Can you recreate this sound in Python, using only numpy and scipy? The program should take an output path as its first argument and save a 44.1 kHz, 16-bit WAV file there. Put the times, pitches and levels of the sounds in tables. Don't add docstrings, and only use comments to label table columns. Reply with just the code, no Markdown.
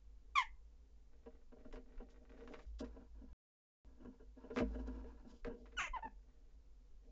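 import sys
import numpy as np
from scipy import signal
from scipy.fft import rfft, irfft, next_fast_len
from scipy.io import wavfile
from scipy.ndimage import uniform_filter1d, map_coordinates

SR = 44100
rng = np.random.default_rng(int(sys.argv[2]) if len(sys.argv) > 2 else 0)


def output_pcm(signal):
    pcm = np.clip(np.atleast_2d(signal).T, -1, 1) * 32767
    wavfile.write(sys.argv[1], SR, np.round(pcm).astype(np.int16))


N = 313551
TIME = np.arange(N) / SR


def amp(db):
    return 10 ** (np.asarray(db) / 20)


def unit(x):
    return x / np.sqrt(np.mean(x ** 2) + 1e-20)


def crest(x):
    return x / np.sqrt(uniform_filter1d(x ** 2, size=300).max() + 1e-20)


def along(points, hz):
    f, v = np.transpose(points)
    return np.interp(np.log(hz + 1), np.log(f + 1), v)


def curves(rows, t=TIME):
    s, *cols = np.transpose(rows)
    return [np.interp(t, s, c) for c in cols]


def wobble(rate, size=N):
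    knots = rng.standard_normal(int(size * rate / SR) + 4)
    return map_coordinates(knots, [np.arange(size) * rate / SR])


def grains(rate, spread_db, size=N):
    chance, sign, strength = rng.random(size), rng.standard_normal(size), rng.standard_normal(size)
    return unit((chance < rate / SR) * sign * amp(spread_db * np.clip(strength, -2, 2)))


def add(track, s, x):
    part = track[round(s * SR):][:len(x)]
    part += x[:len(part)]


def eq(x, spectrum):
    m = 2 * next_fast_len(len(x) // 2 + 2048)
    cepstrum = irfft(np.log(amp(along(spectrum, np.fft.rfftfreq(m, 1 / SR)))), m)
    cepstrum[1:m // 2] *= 2
    cepstrum[m // 2 + 1:] = 0
    return irfft(rfft(x, m) * np.exp(rfft(cepstrum)), m)[:len(x)]


def resonate(x, modes):
    m = next_fast_len(len(x) + SR // 4)
    f = np.fft.rfftfreq(m, 1 / SR)
    gain = sum((-1) ** k * amp(db) * 1j * f * width / (hz * hz - f * f + 1j * f * width)
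               for k, (hz, width, db) in enumerate(modes))
    return irfft(rfft(x, m) * gain, m)[:len(x)]


# (frequency [Hz], level [dB])
MAINS_HUM = [(50, -68), (150.4, -87.5), (250.5, -96.5), (350.7, -101)]
# (frequency [Hz], gain [dB])
HISS_EQ = [(40, 1.5), (100, -9), (180, -14), (400, -21), (800, -19.5), (1500, -26.5), (3000, -28.5),
           (6800, -28.5), (7700, -32), (8600, -43.5)]
def room_tone(hiss_db, air_db):
    hum = sum(np.sqrt(2) * amp(db) * np.sin(2 * np.pi * hz * TIME) for hz, db in MAINS_HUM)
    swell = amp(air_db + 1.7 * wobble(6.1))
    air = unit(resonate(rng.standard_normal(N), [(253, 31, 0.98), (412, 19, -3.2), (475, 25, -2)]))
    return hum + swell * air + amp(hiss_db) * unit(eq(rng.standard_normal(N), HISS_EQ))


OPEN_HOLE_HZ, BLOCKED_HOLE_HZ = 54, 45
# (time [s], share closed [0-1])
HOLE_BLOCKED = [(1.6, 0.01), (1.85, 0.99), (2.55, 1), (2.7, 0.07), (5.25, 0.08), (5.55, 0.98)]
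def bottle_boom(swing_db, draught_db):
    blocked = np.clip(curves(HOLE_BLOCKED)[0], 0, 1)
    free = unit(resonate(rng.standard_normal(N), [(OPEN_HOLE_HZ, 10, 0)]))
    damped = unit(resonate(rng.standard_normal(N), [(BLOCKED_HOLE_HZ, 12, 0)]))
    boom = amp(swing_db + 1.5 * wobble(2.2)) * ((1 - blocked) * free + blocked * damped)
    rumble_eq = [(5, -12.5), (15, 1.0), (40, -11), (70, -28.5), (150, -47.5), (500, -90.5)]
    draught = unit(eq(rng.standard_normal(N), rumble_eq))
    gusts = amp(draught_db + 1.5 * wobble(3.7))
    return eq(boom + gusts * draught, [(58, 3.0), (75, -8.5), (200, -24.5)])


# (frequency [Hz], t60 [s])
REVERB_DECAY = [(300, 0.5), (700, .13), (1100, 0.1), (2000, 0.18), (3500, 0.12), (8000, 0.15)]
def box_reverb(x, wet_db):
    hz, t, noise = signal.stft(rng.standard_normal(SR // 4), SR, nperseg=256)
    tail = signal.istft(noise * amp(-60 * t / along(REVERB_DECAY, hz)[:, None]), SR, nperseg=256)[1]
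    echo = signal.fftconvolve(np.pad(x, (SR // 500, 0)), tail / np.linalg.norm(tail))[:len(x)]
    return (x + amp(wet_db) * echo) / np.hypot(1, amp(wet_db))


# (frequency [Hz], gain [dB])
RASP_EQ = [(600, -15.5), (2000, -4.5), (4000, 6.5), (8000, 2)]
def call(contour, throat, jitter, split, rasp_db, wet_db=-10):
    start, end = contour[0][0], contour[-1][0]
    t = start + np.arange(SR // 5) / SR
    pitch, db, rough = curves(contour, t)
    pitch *= 1 + jitter * rough * wobble(1200, len(t))
    phase = 2 * np.pi * np.cumsum(pitch) / SR
    k = np.arange(2, 31)[:, None]
    multiple = k / 3
    side_tones = split * rough * np.array([wobble(110, len(t)) for _ in k])
    gains = amp(along(throat, multiple * pitch)) * np.where(multiple % 1 == 0, 1, side_tones)
    tone = np.sqrt(2) * (gains * np.sin(multiple * phase + k ** 2)).sum(0) / np.linalg.norm(gains, axis=0)
    breath = rng.standard_normal(len(t)) * (1 + np.cos(phase))
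    rasp = eq(unit(eq(breath, throat)), RASP_EQ)
    gate = np.clip(np.minimum(t - start, end - t) * 400, 0, 1)
    voice = (tone + amp(rasp_db) * rough * rasp) * amp(db) * gate
    out = np.zeros(N)
    add(out, start, box_reverb(np.pad(voice, (0, SR // 10)), wet_db))
    return out


# (time [s], pitch [Hz], level [dB], roughness [0-1])
SHARP_TCHAK = [(.352, 1230, -60, .1), (.358, 1195, -31, 0.12), (.368, 1159, -35.5, 0.25),
               (.383, 1077, -28.5, 0.2), (.396, 1008, -38.5, 0.4), (.407, 996, -37.5, 0),
               (.424, 880, -45, 0.4), (.438, 785, -66.5, .4)]
HARSH_RASP = [(5.766, 1595, -63, 0.3), (5.774, 1465, -51.5, 0), (5.784, 1476, -40, 0),
              (5.795, 1253, -41.5, .2), (5.804, 1121, -40, 0.95), (5.830, 1118, -46, 1),
              (5.848, 1019, -45.5, 0.28), (5.874, 921, -54.5, 0.86), (5.884, 870, -51, 0.71)]
SOFT_KYOW = [(5.931, 1050, -65, 0.1), (5.939, 1016, -44, 0.25), (5.958, 1007, -42.5, 0.3),
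             (5.970, 884, -45.5, 0.98), (5.982, 765, -56.5, 1), (5.996, 660, -54.5, 0.9)]
SOFT_KYA = [(6.023, 870, -60.5, 0.095), (6.031, 892, -46.5, 0.33), (6.043, 919, -53, 0.092),
            (6.057, 881, -44, 0.2), (6.070, 863, -63.5, 0.39), (6.082, 830, -49, 0.4)]
# (frequency [Hz], gain [dB])
BEAK_WIDE = [(400, -45.5), (800, -3), (1000, 1.5), (1250, -2), (1600, -5.5), (2150, -4), (2500, -6),
             (2760, -20), (2950, -11.5), (3350, -10), (3800, -23.5), (5200, -26.5), (7000, -28),
             (8500, -39)]
BEAK_STRAINED = [(400, 6), (800, -6.5), (1100, 6.5), (1500, -0.5), (1850, 1), (2250, 6.5), (3050, -6),
                 (3650, -21.5), (4300, -26.5), (5200, -27), (6200, -12), (7200, -13.5), (7700, -54),
                 (8500, -32)]
BEAK_NARROW = [(500, -3.5), (1000, -2.5), (2000, -19.5), (3050, -27.5), (3600, -43), (6000, -54),
               (8500, -70)]
BEAK_HALF_OPEN = [(500, 0), (900, -5), (1800, -15.5), (2700, -27.5), (3500, -44), (8500, -67)]
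# (frequency [Hz], width [Hz], gain [dB])
STANDING_WAVES = [(930, 26, -8), (1900, 20, -1), (2080, 13, 4), (2080, 26, -4.5), (2945, 15, -0.5),
                  (3345, 24, 0), (3820, 26, 0)]
def jackdaw_calls(standing_db):
    voice = call(SHARP_TCHAK, BEAK_WIDE, jitter=0.036, split=0.062, rasp_db=0.5, wet_db=-4)
    voice += call(HARSH_RASP, BEAK_STRAINED, jitter=0.055, split=1.7, rasp_db=-1)
    voice += call(SOFT_KYOW, BEAK_NARROW, jitter=0.046, split=0.086, rasp_db=-1.5)
    voice += call(SOFT_KYA, BEAK_HALF_OPEN, jitter=0.035, split=0.23, rasp_db=2.5)
    return voice + amp(standing_db) * resonate(voice, STANDING_WAVES)


# (frequency [Hz], width [Hz], gain [dB])
FLOOR_THUD = [(95, 20, -21.5), (201.2, 8, -9), (219.6, 34, -10), (255.5, 16, 1.5), (347, 35, -16)]
PANEL_RING = [(385.3, 21, -10.5), (460.5, 21.6, 3), (494.7, 31, -8), (510, 39, -27.5)]
HOLLOW_NOTE = [(616.7, 26.8, -3.5), (659, 38, -12.5), (778.7, 26, -12)]
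# (frequency [Hz], gain [dB])
LITTER_EQ = [(500, -17), (950, 10.5), (1200, -2), (1380, 3.5), (1650, 0.5), (1950, -13.5), (2700, -12),
             (3500, -22), (6000, -31)]
CLAW_EQ = [(500, -11), (1100, 3), (1800, -1), (2200, -3.5), (2700, -6.5), (3150, -15.5), (3700, -12.5),
           (8000, -62)]
BRIGHT_EQ = [(1500, -31.5), (3300, -1.5), (4100, -3), (4600, -4), (5200, -3), (6800, -7.5), (7500, -13.5),
             (8600, -19)]
# (start [s], end [s], effort [dB])
SHUFFLE_BOUTS = [(1.133, 1.388, -76.5), (1.597, 1.849, -69.5), (1.912, 2.24, -70.5), (2.317, 2.582, -62),
                 (2.858, 3.015, -67.5), (3.163, 3.33, -72), (3.845, 4.146, -72.5), (4.384, 4.53, -65),
                 (4.652, 5.014, -59), (5.077, 5.335, -68.5), (5.523, 5.784, -68.5), (6.113, 6.496, -81.5),
                 (7.051, 7.11, -72)]
def shuffling(boards_db, litter_db, claws_db, feathers_db, unsteady_db):
    attack_s, release_s, ticks_per_s = 0.024, 0.085, 45
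    effort = sum(amp(db) * np.interp(TIME, [start - attack_s, start, end, end + release_s], [0, 1, 1, 0])
                 for start, end, db in SHUFFLE_BOUTS)
    on_floor = (TIME > 2.7) & (TIME < 5.4)
    steps = grains(700, 2.4)

    def damped(modes):
        return unit(resonate(steps, [(hz, 1.35 * width, db) for hz, width, db in modes]))

    weight, boards = amp(np.where(on_floor, 1.5, -4)), amp(boards_db)
    thrum = weight * damped(FLOOR_THUD) + boards * damped(PANEL_RING + HOLLOW_NOTE)
    thrum /= np.hypot(weight, boards)
    crackle = amp(litter_db) * unit(box_reverb(eq(grains(1500, 4.5), LITTER_EQ), wet_db=1))
    slips = (rng.random(N) < ticks_per_s / SR) * rng.uniform(.2, 1, N)
    ticks = amp(claws_db) * unit(box_reverb(eq(slips, CLAW_EQ), wet_db=2))
    rustle = amp(feathers_db) * unit(box_reverb(eq(grains(2500, 5.9), BRIGHT_EQ), wet_db=1.5))
    texture = np.where(on_floor, crackle, ticks) + rustle
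    return effort * sum(layer * amp(unsteady_db * wobble(35)) for layer in (thrum, texture))


# (time [s], level [dB])
CLAW_CATCHES = [(1.2586, -71.5), (1.523, -74.5), (1.605, -77), (1.656, -87), (1.727, -57.5), (1.758, -56.5),
                (1.956, -74), (1.9785, -65.5), (2.0007, -74), (2.295, -65.5), (2.376, -67.5),
                (2.4152, -69.5), (2.4758, -53.5), (2.537, -51.5), (2.5548, -63), (2.59, -59), (2.7937, -61),
                (2.844, -58), (2.969, -77), (4.049, -66.5), (4.505, -62.5), (4.5619, -44.5), (4.5718, -40),
                (4.5866, -38), (5.0436, -67.5), (5.447, -46.5), (5.464, -55.5), (5.657, -64),
                (5.7228, -67.5)]
def scratches(claw_db, treble_db, snap, scatter_t60_s):
    out, t = np.zeros(N), np.arange(SR // 5) / SR
    for s, db in CLAW_CATCHES:
        tick = snap * rng.standard_normal(len(t)) * np.exp(-t / 0.00046)
        scatter = grains(3400, 6.3, len(t)) * amp(-60 * t / scatter_t60_s)
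        contact = box_reverb(tick + scatter, wet_db=-7)
        claw, treble = crest(eq(contact, CLAW_EQ)), crest(eq(contact, BRIGHT_EQ))
        add(out, s, amp(db) * (amp(claw_db) * claw + amp(treble_db) * treble))
    return out


# (frequency [Hz], width [Hz], gain [dB])
UPPER_RING = [(975, 67, 4.5), (1103, 58, -9), (1066, 63, -2), (1390, 31, 4.5), (1607, 98, 2.5),
              (1687, 57, -5.5), (2676, 97, -7.5), (2995, 51, -2.5)]
# (time [s], level [dB], weight [dB], skid t60 [s])
BOARD_HITS = [(1.265, -48, -7, 0.075), (1.524, -57, 0, 0.076), (1.568, -56.5, -12.5, 0.037),
              (1.653, -57, 7, 0.052), (1.735, -48.5, -7, .06), (1.765, -48.5, -9.5, 0.091),
              (2.006, -48, -5, 0.074), (2.423, -54, -16.5, 0.18), (2.487, -53.5, -6, 0.26),
              (2.535, -50, -12.5, 0.045), (2.807, -47, 5.5, .05), (2.828, -47, 5, 0.13),
              (2.967, -54.5, 2, .05), (3.012, -63.5, 8.5, 0.064), (3.218, -70, 17, 0.07),
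              (4.009, -63.5, 8.5, 0.067), (4.053, -51.5, 2.5, 0.14), (4.201, -55.5, -7, 0.12),
              (4.442, -51, -4, 0.087), (4.506, -41.5, -13, 0.1), (4.566, -33, -2.5, 0.095),
              (4.606, -36, 0.5, 0.016), (4.621, -37, 3, 0.03), (4.751, -47, 2, 0.06),
              (4.79, -50, -0.5, 0.13), (4.877, -50.5, 7.5, 0.14), (5.046, -49, -12, .06),
              (5.25, -67.5, 16, 0.047), (5.453, -40.5, -18, 0.062), (5.472, -42.5, -1, 0.06),
              (5.5, -47, -0.5, 0.18), (6.046, -55, 2, 0.076)]
def knocks(thud_db, panel_db, hollow_db, upper_db, blow, attack_s):
    out, t = np.zeros(N), np.arange(SR // 4) / SR
    for s, db, weight_db, t60 in BOARD_HITS:
        skid = rng.standard_normal(len(t)) * amp(-60 * t / t60) * (1 - np.exp(-t / attack_s))
        force = skid / np.linalg.norm(skid) + blow * signal.unit_impulse(len(t))
        lift_db = 0.35 * weight_db
        damping_db = 110 * t60
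        layers = [(FLOOR_THUD, thud_db + weight_db), (PANEL_RING, panel_db),
                  (HOLLOW_NOTE, hollow_db + lift_db - damping_db), (UPPER_RING, upper_db + lift_db)]
        knock = sum(amp(db + level) * crest(resonate(force, modes)) for modes, level in layers)
        add(out, s - attack_s, knock)
    return eq(out, [(60, 0.5), (100, 2.5), (1700, -10.5), (3000, -14), (8000, -18)])


# (peak time [s], rise [s], fall [s], level [dB])
BRIGHT_RUSTLES = [(1.727, .002, 0.058, -68.5), (2.107, .02, .06, -80), (2.4, 0.037, 0.16, -87),
                  (2.55, .1, 0.3, -81.5), (2.8, 0.016, 0.034, -58), (2.847, .008, 0.053, -71),
                  (4.59, 0.075, 0.056, -66.5), (4.739, 0.3, 0.56, -85.5), (4.876, 0.013, 0.012, -75),
                  (5.305, .06, 0.15, -77), (5.601, 0.24, 0.194, -88.5)]
def bright_rustles(flutter_db):
    envelope = sum(amp(db) * np.interp(TIME, [s - rise, s, s + fall], [0, 1, 0]) ** 1.4
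                   for s, rise, fall, db in BRIGHT_RUSTLES)
    flutter = amp(flutter_db * wobble(60))
    return envelope * flutter * unit(box_reverb(eq(grains(3700, 11), BRIGHT_EQ), wet_db=10.5))


# (time [s], level [dB])
WING_PUFFS = [(1.744, -47), (1.985, -44.5), (5.451, -44.5), (5.522, -50.5), (5.915, -43)]
def wing_puffs(hz):
    out = np.zeros(N)
    cycles = (np.arange(SR) / SR - .5) * hz
    puff = -np.sin(2 * np.pi * cycles) * np.exp(-2 * cycles ** 2)
    for s, db in WING_PUFFS:
        add(out, s - .5, amp(db) * puff)
    return out


# (time [s], level [dB], length [s])
AIR_JOLTS = [(2.664, -47.5, 0.3), (2.807, -55, 0.78), (4.623, -41.5, .6)]
def air_jolts():
    out, t = np.zeros(N), np.arange(SR) / SR
    for s, db, length in AIR_JOLTS:
        fade = np.clip(1 - t / length, 0, 1) * (1 - np.exp(-t / 0.0043))
        add(out, s, amp(db) * fade * np.sin(2 * np.pi * OPEN_HOLE_HZ * t))
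    return out


def scene():
    foley = scratches(claw_db=-4, treble_db=-20, snap=2.25, scatter_t60_s=0.08)
    foley += knocks(thud_db=-2, panel_db=-3, hollow_db=2.5, upper_db=-8.5, blow=0.45, attack_s=0.00398)
    foley += shuffling(boards_db=-4.5, litter_db=-11.5, claws_db=-13.5, feathers_db=-28.5, unsteady_db=2.5)
    foley += bright_rustles(flutter_db=3)
    low_end = bottle_boom(swing_db=-68, draught_db=-66.5) + wing_puffs(hz=27.8) + air_jolts()
    voice = jackdaw_calls(standing_db=-0.5)
    return (room_tone(hiss_db=-79.5, air_db=-83.5) + low_end + voice + foley)[None]


def record(dry):
    mute_start_s, mute_end_s, cutoff_hz = 3.331, 3.848, 8650
    live = (TIME < mute_start_s) | (TIME > mute_end_s)
    hz = np.fft.rfftfreq(N, 1 / SR)
    shelf = amp(along([(7300, 1.5), (7900, -10.5), (8600, -7.0)], hz))
    return irfft(rfft(dry * live) * shelf * (hz < cutoff_hz), N)


dry = scene()
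out = record(dry)
output_pcm(out)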